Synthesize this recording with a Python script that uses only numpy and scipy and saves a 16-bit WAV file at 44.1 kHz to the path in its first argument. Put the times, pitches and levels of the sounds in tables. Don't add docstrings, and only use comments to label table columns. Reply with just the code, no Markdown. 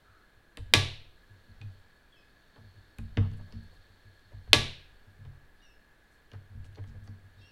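import sys
import numpy as np
from scipy import signal
from scipy.fft import rfft, irfft
from scipy.io import wavfile
from scipy.ndimage import uniform_filter1d

SR = 44100
rng = np.random.default_rng(int(sys.argv[2]) if len(sys.argv) > 2 else 0)


def unload_wav(signal):
    wavfile.write(
        sys.argv[1],
        SR,
        np.round(np.clip(np.atleast_2d(signal).T, -1, 1) * 32767).astype(np.int16),
    )


def boost(x):
    u = np.asarray(x, float) / 20
    return 10 ** u


N = 331191

# (time [s], peak [dB], legs [dB], top panel [dB], tray [dB])
PUSHES = [(0.587, -36, -0.5, -16.5, -29.5), (0.719, -42.5, -9.5, -7.5, -0.5),
          (0.744, -19, -15.5, -6.5, -21), (1.479, -48.5, -2, -20, -7), (1.599, -38, -17.5, -8, -19),
          (1.637, -32.5, -18, -16.5, -24), (2.574, -47.5, -21, -6.5, -6.5), (2.985, -34, -1, -9.5, -3.5),
          (3.169, -15, -14.5, -15.5, -11.5), (3.309, -30, -31, -13, -14.5), (3.39, -39, -16, -23, -9),
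          (3.538, -36.5, -3.5, -16, -2.5), (4.33, -37.5, -5.5, -14, -19), (4.479, -35, 0, -21.5, -18.5),
          (4.536, -24.5, -8, -2.5, -7.5), (5.189, -42, -23, -5.5, -15), (5.253, -43.5, -1, 1, -19),
          (6.329, -35.5, -22, -12.5, -19), (6.548, -36.5, -3, -8, -13), (6.784, -31.5, -25, -23.5, -27),
          (6.871, -47, 4, 2, -2.5), (7.081, -35.5, -22, -18, -10)]


def on_log(hz, table):
    return np.interp(np.log(hz), np.log(np.array(table)[:, 0]), np.array(table)[:, 1])


def unit(x):
    return x / np.sqrt(np.mean(x ** 2))


def filtered_noise(order, hz, kind, size):
    sos = signal.butter(order, hz, kind, fs=SR, output="sos")
    return signal.sosfilt(sos, rng.standard_normal(size))


def noise_band(hz, width_hz, size):
    return unit(signal.lfilter(*signal.iirpeak(hz, hz / width_hz, fs=SR), rng.standard_normal(size)))


def walk(rate):
    k = int(SR / rate)
    steps = np.repeat(rng.standard_normal(N // k + 1), k)
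    return 0.43 * uniform_filter1d(uniform_filter1d(steps, k), k)[:N]


def ring(modes, turns, seconds):
    t = np.arange(int(seconds * SR)) / SR
    sound = 0
    for (hz, db, t60), turn in zip(modes, turns):
        fade = boost(db - 60 * t / max(t60, 0.0008))
        sound = sound + fade * np.sin(2 * np.pi * (hz * t + turn))
    return sound


def burst(lo_hz, hi_hz, t60):
    t = np.arange(int(0.12 * SR)) / SR
    band = filtered_noise(3, [lo_hz, min(hi_hz, 20000)], "band", len(t))
    return unit(band) * boost(-60 * t / max(t60, 0.002))


def add(track, s, sound):
    i = int(s * SR)
    track[i:i + len(sound)] += sound[:N - i]


def shop():
    # (frequency [Hz], density [dB per Hz])
    floor_colour = [(40, -6.5), (110, -17.5), (400, -21), (1000, -27), (1400, -28), (2400, -34),
                    (5400, -47), (16000, -42)]
    # (time [s], level [dB])
    fan_load = [(0, -2), (0.6, -6), (1.2, -1.5), (2.2, -2), (3.1, 0), (4.4, 0), (5.3, -6), (6.3, -5),
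                (7.2, -5.5), (7.51, 0)]
    t = np.arange(N) / SR

    hz = np.maximum(np.fft.rfftfreq(N, 1 / SR), 1)
    colour = boost(on_log(hz, floor_colour)) * np.minimum(hz / 55, 1)
    floor = unit(irfft(rfft(rng.standard_normal(N)) * colour, N))

    dip_start_s, dip_length_s, dip_db = 0.93, 0.24, -9
    dip_end_s = dip_start_s + dip_length_s
    dip = np.clip(np.minimum((t - dip_start_s) / 0.15, (dip_end_s - t) / 0.015), 0, 1)
    whistle = noise_band(1680, 59, N) + boost(-3.5) * noise_band(1600, 380, N)
    whistle_db = -70 + dip_db * dip + walk(14)

    load_db = np.interp(t, *np.transpose(fan_load))
    hiss_hz, hunt_hz = 4340, 150
    drift = np.cos(2 * np.pi * np.cumsum(hiss_hz + hunt_hz * walk(1.5)) / SR)
    hiss = boost(0.51 * load_db) * unit(drift * filtered_noise(2, 130, "low", N))
    hiss = hiss + boost(0.5) * noise_band(3650, 730, N) + boost(-7.5) * noise_band(3200, 500, N)
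    hiss_db = -75 + load_db + 2.1 * walk(3.8)
    return boost(-65) * floor + boost(whistle_db) * whistle + boost(hiss_db) * hiss


def sway():
    rise_s, t60_s, rest_db, push_gain_db = 0.03, 0.99, -66, -40.5
    t, force = np.arange(SR) / SR, np.zeros(N)
    for s, db, legs_db, *_ in PUSHES:
        fade = boost(db + legs_db + 31.5 - 60 * t / t60_s)
        add(force, s, fade * (1 - np.exp(-t / rise_s)))
    low = signal.butter(3, 34, fs=SR, output="sos")
    rocking = signal.sosfilt(low, noise_band(5.3, 40, N))
    return (boost(rest_db) + boost(push_gain_db) * force) * unit(rocking)


def rustles():
    # (time [s], rms [dB], length [s], low edge [Hz], high edge
    # [Hz])
    patches = [(0, -66.5, 0.39, 1230, 1500), (3.007, -91, .06, 5000, 11000),
               (3.178, -54.5, 0.14, 700, 1350), (2.557, -62.5, 0.079, 297.4, 1100),
               (4.309, -60.5, 0.055, 303, 780), (6.336, -61, 0.037, 700, 1395),
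               (6.765, -56, 0.062, 348, 770), (3.296, -76.5, 0.047, 3020, 11200),
               (3.36, -75.5, 0.044, 7000, 12000), (3.386, -61, 0.055, 298, 950),
               (3.46, -66.5, 0.1, 303, 900), (3.628, -77, .03, 5000, 11000),
               (3.728, -77.5, 0.05, 5000, 12000), (3.719, -69, 0.044, 300, 795),
               (5.551, -75, 0.17, 3400, 4800), (6.101, -76, 0.11, 3995, 10940),
               (6.551, -71.5, 0.12, 277, 600), (6.638, -69, 0.056, 2200, 9000),
               (6.864, -71, .06, 3000, 6960), (6.934, -66, 0.074, 275, 700),
               (7.027, -74.5, 0.071, 3000, 11000), (7.38, -72, 0.098, 3280, 5200)]
    out = np.zeros(N)
    for s, db, length, lo_hz, hi_hz in patches:
        n = int(length * SR)
        grain_db = 2.2 * np.repeat(rng.standard_normal(n // 90 + 1), 90)[:n]
        grains = rng.standard_normal(n) * boost(grain_db)
        sos = signal.butter(2, [lo_hz, hi_hz], "band", fs=SR, output="sos")
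        swell = np.sin(np.pi * np.linspace(0, 1, n) ** 0.62) ** 2
        add(out, s, boost(db) * unit(signal.sosfilt(sos, grains)) * swell)
    return out


def bench():
    # (time [s], peak [dB])
    nudges = [(0.081, -55.5), (0.357, -59), (1.296, -47), (2.63, -44), (2.75, -45), (2.875, -64),
              (3.777, -58), (3.883, -56.5), (4.047, -46.5), (4.243, -55.5), (4.901, -59), (5.062, -48.5),
              (6.494, -42.5), (6.661, -47), (6.701, -46), (6.941, -39.5), (7.01, -40), (7.228, -47),
              (7.366, -45.5)]
    # (legs [dB], top panel [dB], tray [dB])
    nudge_parts_db = (-11.5, -16, -16)
    # (frequency [Hz], level [dB], t60 [s])
    leg_modes = [(52.13, 1, 0.45), (83, -5.5, 0.78)]
    panel_modes = [(133.7, 0.011, .45)]
    tray_modes = [(223.7, 2, 0.29), (165, -8.5, 0.52), (277.2, -13, 0.25)]
    bench_hz, bench_t60_s = 100.5, 0.4
    out = np.zeros(N)
    rows = list(PUSHES) + [(s, db, *nudge_parts_db) for s, db in nudges]
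    for (s, db, *parts_db), u in zip(rows, rng.random((len(rows), 6))):
        dip_s = np.clip(0.098 + 0.001 * (db + 40), 0.05, 0.2)
        split = 0.5 / dip_s
        modes = [(bench_hz - split, 0, bench_t60_s), (bench_hz + split, 1.5, 0.46 * bench_t60_s)]
        for part, part_db in zip((leg_modes, panel_modes, tray_modes), parts_db):
            modes += [(hz, g + part_db, t60) for hz, g, t60 in part]
        thud = ring(modes, [0, 0.5, *(np.round(u) / 2)], 0.6)
        build = 1 - np.exp(-np.arange(len(thud)) / (0.02 * SR))
        add(out, s - 0.004, boost(db) * thud * build)
    return out


def ticks():
    # (time [s], peak [dB], main pitch [Hz], wooden knock [dB], bright edge [dB])
    contacts = [(0.572, -39, 2624, -0.5, -8.5), (1.2784, -67, 4220, -7, -16), (1.6145, -42, 2490, -11, -44),
                (2.5595, -59.5, 3180, 8.5, -28.5), (2.9851, -44, 2550, -1, -11.5),
                (3.1717, -28, 2023, 1.5, -49), (3.3142, -61, 4470, 4, -21), (3.336, -55.5, 3260, 1, -14),
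                (3.5242, -51, 4300, -1, -21), (4.1944, -67, 4126, -4, -12), (4.3301, -71, 4750, 9, -21),
                (4.474, -71, 4510, 19.5, -17), (5.251, -53.5, 2455, 0, -24.5),
                (6.3166, -49.5, 2845, -2.5, -26.5), (6.334, -55, 3690, 9, -17),
                (6.6448, -54.5, 2850, -2.5, -15), (6.7284, -64, 2860, -14.5, -19),
                (6.749, -60, 4400, -17, -23), (6.757, -50.5, 4200, -17, -30), (6.779, -59, 2070, 15.5, -30),
                (6.8392, -54, 2030, 0.5, -16), (7.0753, -52, 4540, 0, -24)]
    # (multiple of main pitch, level [dB])
    bit_modes = [(1, 4), (1.451, -6.5)]
    # (frequency [Hz], level [dB], t60 [s])
    knock_modes = [(292, 5, 0.08), (480, 6, .07), (600, -3, 0.069), (820, 2, 0.035), (1130, -3.5, 0.069),
                   (1426.4, -4.5, .03)]
    edge_modes = [(6450, 0, .006), (9300, 1, .008), (10700, 4, 0.0086)]
    # (time [s], frequency [Hz], level [dB], t60 [s])
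    ping = (1.6147, 2500, -55, 0.1)
    t60, top_hz = 0.02, 4700
    out = np.zeros(N)
    add(out, ping[0], ring([ping[1:]], [0], 0.2))
    for (s, db, hz, knock_db, edge_db), chance in zip(contacts, rng.random((len(contacts), 3, 6))):
        add(out, s, boost(db - 1) * burst(1600, 1900 + 0.9 * hz, 0.6 * t60))
        pitched = [(min(hz * k, top_hz), g, 1.2 * t60) for k, g in bit_modes]
        add(out, s, boost(db - 8) * ring(pitched, chance[0], 0.1))
        add(out, s, boost(db + edge_db + 7) * burst(4200, 13000, 0.3 * t60))
        add(out, s, boost(db + edge_db - 8.5) * ring(edge_modes, chance[1], 0.03))
        wood = [(f * (0.9 + 0.087 * u), g, d) for (f, g, d), u in zip(knock_modes, chance[2])]
        add(out, s + 0.0028, boost(db + knock_db - 11) * ring(wood, np.round(chance[0]) / 2, 0.17))
        add(out, s + 0.0022, boost(db + knock_db - 6.5) * burst(250, 1900, 0.06))
    return out


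def clutch():
    # (time [s], peak [dB], ring of scope [dB], knock of stock [dB])
    releases = [
        (0.7364, 2, -32.5, -27.5),
        (4.5305, 2, -32.5, -29.5),
    ]
    # (frequency [Hz], width [Hz], level [dB])
    shell_modes = [(2520, 190, -2), (3720, 300, 1.5), (4230, 170, -4.5), (4800, 89, -8), (5200, 190, -14.5),
                   (6150, 210, -13.5)]
    # (frequency [Hz], level [dB], t60 [s])
    scope_modes = [(452, -5, .18), (587, -4, .16), (760, -13, .15), (1150, -4, .28), (1680, 0, .24),
                   (2021, -2, .2), (2095, -6, .2), (2340, -5, .18)]
    bang_modes = [(540, -25, 0.004), (1100, -20, .006), (1710, -12.5, 0.00095), (2570, 1, 0.0021),
                  (3750, 0.5, 0.0025), (5200, -11, 0.0018), (9000, -20.5, 0.00091)]
    out, bang = np.zeros(N), np.zeros(N)
    shell = [(hz, db, np.log(1000) / (np.pi * 1.3 * width)) for hz, width, db in shell_modes]
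    for (s, db, ring_db, knock_db), turns in zip(releases, rng.random((len(releases), 8))):
        crack = -ring(shell, np.zeros(len(shell)), 0.05)
        crack = uniform_filter1d(crack, size=6)
        add(out, s + 0.0012, boost(db + 1) * crack / np.abs(crack).max())
        add(out, s + 0.001, boost(db - 10.5) * burst(2300, 4600, 0.028))
        add(out, s + 0.001, boost(db - 17) * burst(4400, 9500, 0.014))
        add(out, s + 0.001, boost(db - 40.5) * burst(13000, 15000, 0.01))
        add(out, s + 0.0043, boost(db + knock_db) * burst(470, 720, 0.023))
        add(out, s + 0.0026, boost(db + ring_db + 3.5) * ring(scope_modes, turns, 0.69))
        add(bang, s + 0.001, boost(db - 2) * ring(bang_modes, np.zeros(len(bang_modes)), 0.02))
    return out, bang


def room(x, diffuse, wet_db):
    # (frequency [Hz], t60 [s])
    decay = [(200, 0.3), (500, 0.4), (1000, 0.42), (2000, 0.5), (3500, 0.54), (6000, 0.38), (10000, 0.36),
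             (15000, .15)]
    # (frequency [Hz], level [dB])
    tail_colour = [(200, 6), (600, -2.5), (1500, -11.5), (3000, -1.5), (6000, -3.5), (10000, -0.5),
                   (15000, -11.5)]
    # (delay [s], level [dB])
    echoes = [(.0062, -17.5), (.0095, -21), (0.0151, -19)]
    t = np.arange(int(0.7 * SR)) / SR
    tail = 0
    for hz in 200 * 2 ** np.arange(0, 6.4, 1 / 3):
        third = filtered_noise(2, [hz / 1.125, hz * 1.125], "band", len(t))
        tail = tail + boost(on_log(hz, tail_colour) - 60 * t / on_log(hz, decay)) * third
    early_db, early_s = 7.5, 0.021
    tail = boost(wet_db - 7.5 + early_db * np.exp(-t / early_s)) * tail
    tail = tail * np.clip((t - 0.003) / 0.0093, 0, 1)
    shelves = np.zeros(int(0.03 * SR))
    for s, db in echoes:
        add(shelves, s, boost(db) * np.array([0.25, 0.5, 0.25]))
    return x + signal.fftconvolve(x, shelves)[:N] + signal.fftconvolve(diffuse, tail)[:N]


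def bird():
    # (start [s], top of pitch arc [s], end [s], top pitch [Hz], level [dB])
    chirps = [
        (2.16, 2.145, 2.23, 2760, -65.5),
        (5.618, 5.638, 5.75, 2900, -63.5),
        (7.41, 7.475, 7.55, 2830, -63),
    ]
    # (start [s], end [s], start pitch [Hz], end pitch [Hz], level [dB])
    lead_ins = [(2.12, 2.142, 3470, 3070, -59), (2.152, 2.165, 3040, 3180, -63),
                (5.598, 5.64, 3750, 3670, -70.5), (7.378, 7.41, 3790, 3530, -70.5),
                (7.408, 7.463, 3200, 3300, -68.5)]
    # (multiple, level [dB])
    overtones = [(1, 5), (2, -3.5), (3, -19)]
    attack_s, release_s, warble_hz = 0.006, 0.066, 110
    t = np.arange(N) / SR
    warble, out = warble_hz * walk(80), np.zeros(N)
    notes = []
    for s, top, end, hz, db in chirps:
        arch = np.interp(t, [top - 0.05, top, top + 0.04], [1 - 0.05, 1, 1 - 0.09])
        notes.append((s, end, db, overtones, hz * arch))
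    for s, end, a_hz, b_hz, db in lead_ins:
        notes.append((s, end, db, overtones[:1], np.interp(t, [s, end], [a_hz, b_hz])))
    for s, end, db, orders, hz in notes:
        phase = 2 * np.pi * np.cumsum(hz + warble) / SR
        fall = (end - t) / min(release_s, (end - s) / 2)
        fade = np.clip(np.minimum((t - s) / attack_s, fall), 0, 1)
        out += fade * boost(db) * sum(boost(g) * np.sin(k * phase) for k, g in orders)
    return out * boost(4 * walk(69))


def scene():
    (snap, bang), taps, song = clutch(), ticks(), bird()
    direct = snap + taps + boost(-5.5) * song
    diffuse = bang + boost(-4.5) * taps + song
    air = room(direct, diffuse, wet_db=-26)
    return (air + rustles() + bench() + sway() + shop())[None]


def low_pass(x):
    return signal.sosfilt(signal.butter(12, 16400, fs=SR, output="sos"), x)


def record(dry):
    dull = signal.sosfilt(signal.butter(1, 13000, fs=SR, output="sos"), dry)
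    duck_db, duck_s = -1, 0.16
    keep = np.exp(-1 / (duck_s * SR))
    heard = signal.lfilter([1 - keep], [1, -keep], dull ** 2)
    levelled = dull * boost(-duck_db * heard / (heard + boost(-83.5)))
    top_hz = 15900
    cut = signal.sosfilt(signal.ellip(8, 0.2, 70, top_hz, fs=SR, output="sos"), levelled)
    return low_pass(np.clip(cut, -1, 1))


dry = scene()
out = record(dry)
unload_wav(out)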